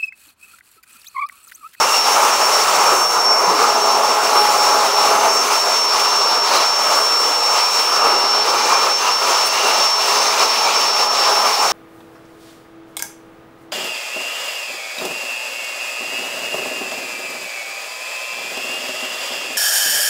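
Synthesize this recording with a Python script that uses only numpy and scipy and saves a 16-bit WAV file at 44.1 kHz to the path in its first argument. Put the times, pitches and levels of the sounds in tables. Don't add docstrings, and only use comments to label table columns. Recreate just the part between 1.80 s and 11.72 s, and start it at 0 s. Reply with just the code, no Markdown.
import sys
import numpy as np
from scipy import signal
from scipy.fft import rfft, irfft
from scipy.io import wavfile

SR = 44100
rng = np.random.default_rng(int(sys.argv[2]) if len(sys.argv) > 2 else 0)


def invert_db(level):
    return 10 ** (np.asarray(level, dtype=float) / 20)


def log_audio(samples):
    frames = np.atleast_2d(samples).T
    limited = np.clip(frames, -1, 1)
    pcm = np.round(limited * 32767).astype(np.int16)
    wavfile.write(sys.argv[1], SR, pcm)


N = 437472

# time in seconds, housing roar in dB, jet in dB,
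# treble against the jet in dB as the intake faces the ear.
POSE = [(0.0, -11.5, -21.5, 1.5), (0.3, -13, -21.0, 0.5), (1.0, -11, -20.5, 1), (1.25, -12, -23.5, 3),
        (1.55, -13.5, -23.5, -5), (2.1, -13.0, -23.5, -1.5), (2.6, -12, -21.5, -1), (3.45, -12.0, -22, -1),
        (3.8, -18.5, -23.5, -3.5), (4.75, -13.5, -20.5, -5.5), (5.1, -15.5, -23, -1.5),
        (6.05, -17, -21.5, -4), (6.3, -15.5, -22.5, -6.5), (6.9, -12.5, -18.5, -6.5),
        (7.2, -15, -19.5, -4.5), (8.3, -16.0, -18.5, -5.5), (9.3, -15.0, -18.5, -7),
        (9.92, -12, -20.5, -2.5)]
# centre in seconds, length in seconds, roar change in dB, jet change in dB.
FLICKS = [(0.15, 0.08, -2.5, 1), (0.23, 0.072, -6, -1.5), (0.38, 0.1, 2, 1), (0.83, 0.14, -2.5, -1),
          (1.28, 0.097, -3.5, -2.5), (1.81, 0.4, 1.0, 2), (2.53, 0.097, 0.5, 0.5), (3.17, 0.12, -1.5, -0.5),
          (3.73, 0.15, 5, 3.5), (3.93, 0.08, 4.5, 3.5), (4.19, 0.11, 3, 3), (4.61, 0.057, -1.5, -3),
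          (4.77, 0.2, 1.0, 2), (4.86, 0.08, -2.5, -0.0), (5.14, 0.14, 3.0, 2.5), (5.76, 0.11, 3, 3),
          (6.26, 0.19, 5, 0.5), (6.5, 0.059, -3.5, -1.5), (6.62, 0.086, -3.5, -1.5),
          (7.16, 0.089, -5.0, -3), (7.37, 0.11, -1, -4), (7.5, 0.08, 3, 2.0), (7.68, 0.12, -4.5, -2.5),
          (7.88, 0.23, 2.5, 0.5), (8.15, 0.12, -3, -5), (8.62, 0.054, 4, 2.5), (8.71, 0.066, -2.0, -2),
          (9.13, 0.08, -3, -3), (9.3, 0.076, -3.5, -6), (9.76, 0.091, -3.5, 1)]
# time in seconds, then the levels of blade tone, shaft order 15, order 1 and order 2 in dB.
BEAM = [(0.0, -14.5, -40, -52, -45), (0.3, -21, -29.5, -39, -57), (1.0, -26, -33.0, -47.0, -27),
        (1.25, -15.5, -27, -54, -48), (1.55, -27.5, -30, -38, -29), (2.1, -17.5, -29, -27.5, -24),
        (2.6, -22, -35, -35.5, -21), (3.45, -25, -24.5, -29, -23), (3.75, -15.5, -28.0, -38, -40),
        (4.75, -16.0, -32, -40, -41), (5.1, -16, -48, -49, -44), (6.05, -16, -38, -69, -61),
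        (6.55, -15.5, -42, -31.5, -28), (6.75, -22, -28, -41, -28.5), (7.2, -13.5, -28, -41.5, -47),
        (8.3, -20.5, -31.0, -37.5, -40), (9.3, -16.5, -32, -39, -29.5), (9.92, -21, -34, -45.0, -22)]


def rms_one(x):
    return x / np.sqrt(np.mean(x ** 2) + 1e-20)


def in_time(rows):
    s, *columns = np.transpose(rows)
    return [np.interp(np.arange(N) / SR, s, column) for column in columns]


def swells(rows):
    s, length, *columns = np.transpose(rows)
    t = np.arange(0, N + 64, 64) / SR
    bells = np.exp(-((t[:, None] - s) / (length / 2)) ** 2)
    return [np.interp(np.arange(N) / SR, t, bells @ column) for column in columns]


def drift(rate):
    r = np.exp(-80 * np.pi * rate / SR)
    coarse = rng.standard_normal(N // 40 + 2002)
    slow = signal.lfilter([1], [1, -2 * r, r * r], coarse)[2000:]
    return np.interp(np.arange(N) / 40, np.arange(len(slow)), rms_one(slow))


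def colour(x, points):
    hz, level_db = np.transpose(points)
    grid_hz = np.maximum(np.fft.rfftfreq(N, 1 / SR), 1)
    gain_db = np.interp(np.log(grid_hz), np.log(hz), level_db)
    return irfft(rfft(x) * invert_db(gain_db), N)


def resonance(x, hz, width_hz):
    r = np.exp(-np.pi * width_hz / SR)
    poles = [1, -2 * r * np.cos(2 * np.pi * hz / SR), r * r]
    return signal.lfilter([(1 - r * r) / 2, 0, (r * r - 1) / 2], poles, x)


def noise_band(x, low_hz, high_hz):
    return signal.sosfilt(signal.butter(2, [low_hz, high_hz], "band", fs=SR, output="sos"), x)


def turbulence(edges, tilt, patchy_db, gusty_db):
    out, white, gust = 0, rng.standard_normal((2, N)), drift(12.7)
    anchors = np.log([hz for hz, db in tilt])
    moves = np.array([db - np.mean(db) + np.zeros(N) for hz, db in tilt])
    for k, (low, high) in enumerate(zip(edges, edges[1:])):
        band = noise_band(white[k % 2], low, high)
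        middle = np.log(low * high) / 2
        shares = [np.interp(middle, anchors, one) for one in np.eye(len(tilt))]
        flicker_db = patchy_db * (1 + 120 / low) * drift(9.1)
        out = out + band * invert_db(shares @ moves + flicker_db + gusty_db * gust)
    return out


def garage(x):
    t60_s, hop = 0.64, int(0.3 * SR)
    out = np.zeros(N + 3 * SR)
    t = np.arange(SR // 3) / SR
    for i in range(-hop, N, hop):
        start, end = max(i, 0), min(i + 2 * hop, N)
        piece = x[start:end] * np.sin(np.pi * (np.arange(start, end) - i) / (2 * hop))
        echoes = rng.standard_normal(len(t)) * invert_db(-60 * t / t60_s) * (t > .004)
        wet = signal.fftconvolve(piece, echoes / np.sqrt(np.sum(echoes ** 2)))
        out[start:start + len(wet)] += wet
    return out[:N]


def roar():
    # frequency in Hz, density in dB per Hz.
    roar_spectrum = [(15, -79), (25, -44), (145, -30.5), (328, -15.5), (415, -6.5), (446, -6.5),
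                     (564, -5.5), (768, -3), (841, 0), (1280, 0), (1560, -12), (1900, -20), (2470, -12.5),
                     (4180, -120)]
    held_db = in_time(POSE)[0]
    level_db = held_db + swells(FLICKS)[0]
    bass_db = 0.067 * in_time(BEAM)[2] + 1.5 * drift(4.2)
    tilt = [(130, 0.9 * held_db), (380, bass_db), (800, 0)]
    air = turbulence(20 * 2 ** np.arange(.8, 7.1, .4), tilt, patchy_db=1.0, gusty_db=0.86)
    air = colour(air + invert_db(-9.0) * garage(air), roar_spectrum)
    return invert_db(level_db - 3.5) * rms_one(air)


def nozzle_song(song_db):
    # frequency in Hz, width in Hz, level in dB.
    nozzle = [
        (2380, 200, -2),
        (2760, 170, 0),
        (4100, 300, -5),
        (7750, 350, -9),
    ]
    # centre in seconds, length in seconds, resonance in Hz, rise in dB.
    songs = [(0.118, .15, 2760, 10), (2.55, .15, 4100, 12), (3.7, .15, 2380, 10), (4.35, .35, 2760, 7),
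             (4.772, .15, 4100, 13), (4.8, .3, 2380, 4), (5.3, .2, 2380, 5), (5.9, 0.45, 2380, 9.5),
             (6.35, .45, 2760, 10.5), (6.897, 0.44, 2380, 9), (7.27, .12, 2760, 7), (7.5, .2, 2380, 5),
             (7.853, .35, 2760, 9.5), (8.8, .4, 2760, 1.5), (8.55, .3, 2380, 3), (8.9, 0.33, 2380, 6),
             (9.0, .3, 4100, -6)]
    out = 0
    for hz, width_hz, top_db in nozzle:
        breath = resonance(rng.standard_normal(N), hz, width_hz)
        song = rms_one(resonance(breath, hz, width_hz))
        mine = [(s, length, db * (abs(at_hz / hz - 1) < .07)) for s, length, at_hz, db in songs]
        (rise_db,) = swells(mine)
        follow_db = (hz < 3500) * (song_db - song_db.mean())
        out = out + song * invert_db(top_db - 16.5 + rise_db + follow_db + 1.15 * drift(5))
    return out


def jet():
    # frequency in Hz, density in dB per Hz.
    jet_spectrum = [(1000, -53), (1700, -10.5), (1890, -11), (2770, -7.5), (3320, -10.5), (4380, -9),
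                    (5200, -6), (5330, -5), (5600, -4.5), (5730, -5.5), (8690, -16.5), (10200, -17.5),
                    (12000, -27), (15500, -65), (22000, -120)]
    # centre in seconds, length in seconds, change near 3.7 kHz in dB.
    shadows = [
        (.8, 0.41, -1),
        (1.57, .22, -12),
        (3.55, 0.15, -6),
        (8.15, .15, 2),
    ]
    held_db, treble_db = in_time(POSE)[1:]
    roar_flick_db, flick_db = swells(FLICKS)
    level_db = held_db + flick_db
    treble_db = treble_db + .3 * roar_flick_db - 0.15 * flick_db
    song_db = 0.48 * treble_db + 0.32 * held_db + 0.5 * drift(1.3)
    tilt = [(2500, song_db), (3700, swells(shadows)[0]), (5200, 0), (7500, treble_db)]
    air = turbulence(1300 * 2 ** np.arange(0, 3.4, .3), tilt, patchy_db=1, gusty_db=.5)
    air = rms_one(colour(air + invert_db(-11) * garage(air), jet_spectrum))
    return invert_db(level_db - 0.34) * (air + nozzle_song(song_db))


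def beating(rows):
    t, out = np.arange(0, N + 64, 64) / SR, 0
    for first, last, spacing, share in rows:
        inside = np.clip(np.minimum(t - first, last - t) / spacing * 2 + 2, 0, 1)
        echo = inside * np.clip(share, 0, .95) * np.exp(2j * np.pi * (t - first) / spacing)
        out = out + 20 * np.log10(np.abs(1 - echo))
    return np.interp(np.arange(N) / SR, t, out)


def rotor():
    # time in seconds, blade passing rate in Hz.
    speed = [(0.0, 5468), (0.51, 5459), (1.2, 5458), (1.88, 5452), (2.57, 5446), (3.25, 5442), (3.93, 5445),
             (4.62, 5437), (5.3, 5434), (5.99, 5432), (6.67, 5427), (7.36, 5429), (8.04, 5433),
             (8.72, 5433), (9.41, 5426), (9.92, 5437)]
    # centre in seconds, length in seconds, change in dB.
    blade_beats = [(0.08, 0.053, -12), (0.2, 0.05, 4.5), (0.39, 0.099, -8), (0.78, 0.19, 6),
                   (1.55, 0.22, 10), (2.07, 0.037, -3), (2.21, 0.033, -12), (2.37, 0.027, -7),
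                   (2.54, 0.04, -2), (2.59, 0.063, 6), (2.84, 0.17, 7.0), (3.21, 0.15, 7), (3.56, 0.11, 5),
                   (3.69, 0.074, -21), (3.86, 0.044, -4), (4.17, 0.05, -6), (4.74, 0.12, -9),
                   (5.12, 0.054, -4), (5.75, 0.052, -3), (6.11, 0.031, -4), (6.89, 0.05, -15),
                   (7.08, 0.029, -9), (7.24, 0.097, -15), (7.48, 0.17, -6.5), (7.79, 0.15, -12),
                   (8.11, 0.18, 4.5), (8.27, 0.05, -4), (8.57, 0.061, -9.0), (8.9, 0.047, -21),
                   (9.35, 0.061, -6)]
    # centre in seconds, length in seconds, change in dB.
    vane_beats = [(0.18, 0.07, -15.5), (0.41, 0.07, -7), (0.6, 0.07, -10.5), (0.76, 0.1, -19),
                  (1.27, 0.06, -9), (1.56, 0.07, -6.5), (1.8, 0.07, -12), (1.93, 0.05, -26),
                  (2.2, 0.06, -6), (2.4, 0.05, -27), (2.68, 0.11, -15), (3.06, 0.14, -17.0),
                  (3.25, 0.1, -17.0), (3.85, 0.07, -10.0), (4.11, 0.07, -13), (4.6, 0.15, -9),
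                  (4.98, 0.22, 8), (5.13, 0.07, 6), (5.76, 0.1, 8), (6.86, 0.06, -8), (7.06, 0.1, -7),
                  (7.33, 0.08, -6), (7.44, 0.07, -11.0), (7.75, 0.07, -5), (8.15, 0.1, 0), (8.4, 0.24, 6),
                  (8.74, 0.064, -4), (8.98, 0.07, 5), (9.4, 0.07, -11), (9.77, 0.064, -12.5)]
    # first gap in seconds, last gap in seconds, gap spacing in seconds, echo share from 0 to 1.
    sweeps = [
        (.385, .70, .105, 0.7),
        (.85, 1.04, 0.065, 0.74),
        (1.32, 1.46, 0.057, 0.26),
        (1.61, 1.96, 0.063, 0.4),
        (6.655, 6.74, 0.093, 0.56),
        (7.79, 7.97, .09, 0.2),
        (8.565, 8.675, .055, 0.4),
        (9.705, 9.838, .0665, 0.34),
    ]
    # shaft order, mains shift in Hz, level against order 1 in dB.
    hum = [
        (0, 240, -17),
        (1, 240, 1),
        (2, 480, -5),
    ]
    # shaft order, level against the blade tone in dB.
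    faint = [
        (12, -24),
        (24, -44),
    ]
    (blade_hz,) = in_time(speed)
    blade_db, vane_db, db1, db2 = in_time(BEAM)
    wobble_hz = .17 * drift(5) + .27 * drift(30)
    turns = 2 * np.pi * np.cumsum(blade_hz / 13 + wobble_hz) / SR
    t = 2 * np.pi * np.arange(N) / SR

    def line(order, level_db, echo, rate, shift_hz=0):
        paths = 1 + echo * (drift(rate) + 1j * drift(rate))
        return invert_db(level_db) * np.real(paths * np.exp(1j * (order * turns + shift_hz * t)))

    direct_db = blade_db + 1.07 * swells(blade_beats)[0] + beating(sweeps)
    vane_line_db = vane_db + swells(vane_beats)[0] + 1.7
    double_db = -45 + 0.18 * (vane_db - vane_db.mean()) - 0.26 * (blade_db - blade_db.mean())
    out = line(13, direct_db + 0.78, echo=invert_db(-33.5 - blade_db), rate=11.5)
    out += line(15, vane_line_db, echo=invert_db(-42 - vane_db), rate=36)
    out += line(26, double_db, echo=0.75, rate=8.1)
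    out += line(1, db1 + 0.2, echo=0.45, rate=13.0)
    out += line(2, db2 + 0.1, echo=0.58, rate=13.4)
    for order, shift_hz, db in hum:
        out += line(order, db1 + db + 1, echo=.6, rate=9, shift_hz=shift_hz)
    for order, db in faint:
        out += line(order, direct_db + db, echo=.6, rate=13)
    return out


def bump():
    # time in seconds, pitch in Hz, 60 dB decay in seconds, peak in dB.
    knocks = [
        (1.671, 180, 0.19, -25),
    ]
    t = np.arange(N) / SR
    out = np.zeros(N)
    for s, hz, t60, db in knocks:
        age = np.maximum(t - s, 0)
        onset = 1 - np.exp(-age / 0.0067)
        out += invert_db(db - 60 * age / t60) * onset * np.sin(2 * np.pi * hz * age)
    return out


def spray():
    # centre in seconds, length in seconds, level in dB.
    splashes = [
        (7.668, .035, -27),
    ]
    t = np.arange(N) / SR
    hiss = rms_one(noise_band(rng.standard_normal(N), 8500, 10200))
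    return hiss * sum(invert_db(db) * np.exp(-((t - s) / (length / 2)) ** 2) for s, length, db in splashes)


def scene():
    air = roar() + jet() + spray()
    return (air * invert_db(0.71 * drift(8)) + rotor() + bump())[None]


def roll_off(x):
    return signal.sosfilt(signal.butter(12, 17030, fs=SR, output="sos"), x)


def record(dry):
    limited = 1.6 * np.tanh(dry / 1.6)
    low_rate = signal.resample_poly(limited, 80, 147, axis=1)
    held = signal.resample_poly(np.repeat(low_rate, 2, axis=1), 147, 160, axis=1)[:, :N]
    held = signal.sosfilt(signal.butter(1, 55, "high", fs=SR, output="sos"), held)
    held = irfft(rfft(held) * (np.fft.rfftfreq(N, 1 / SR) < 15740), N)
    return roll_off(held)


dry = scene()
out = record(dry)
log_audio(out)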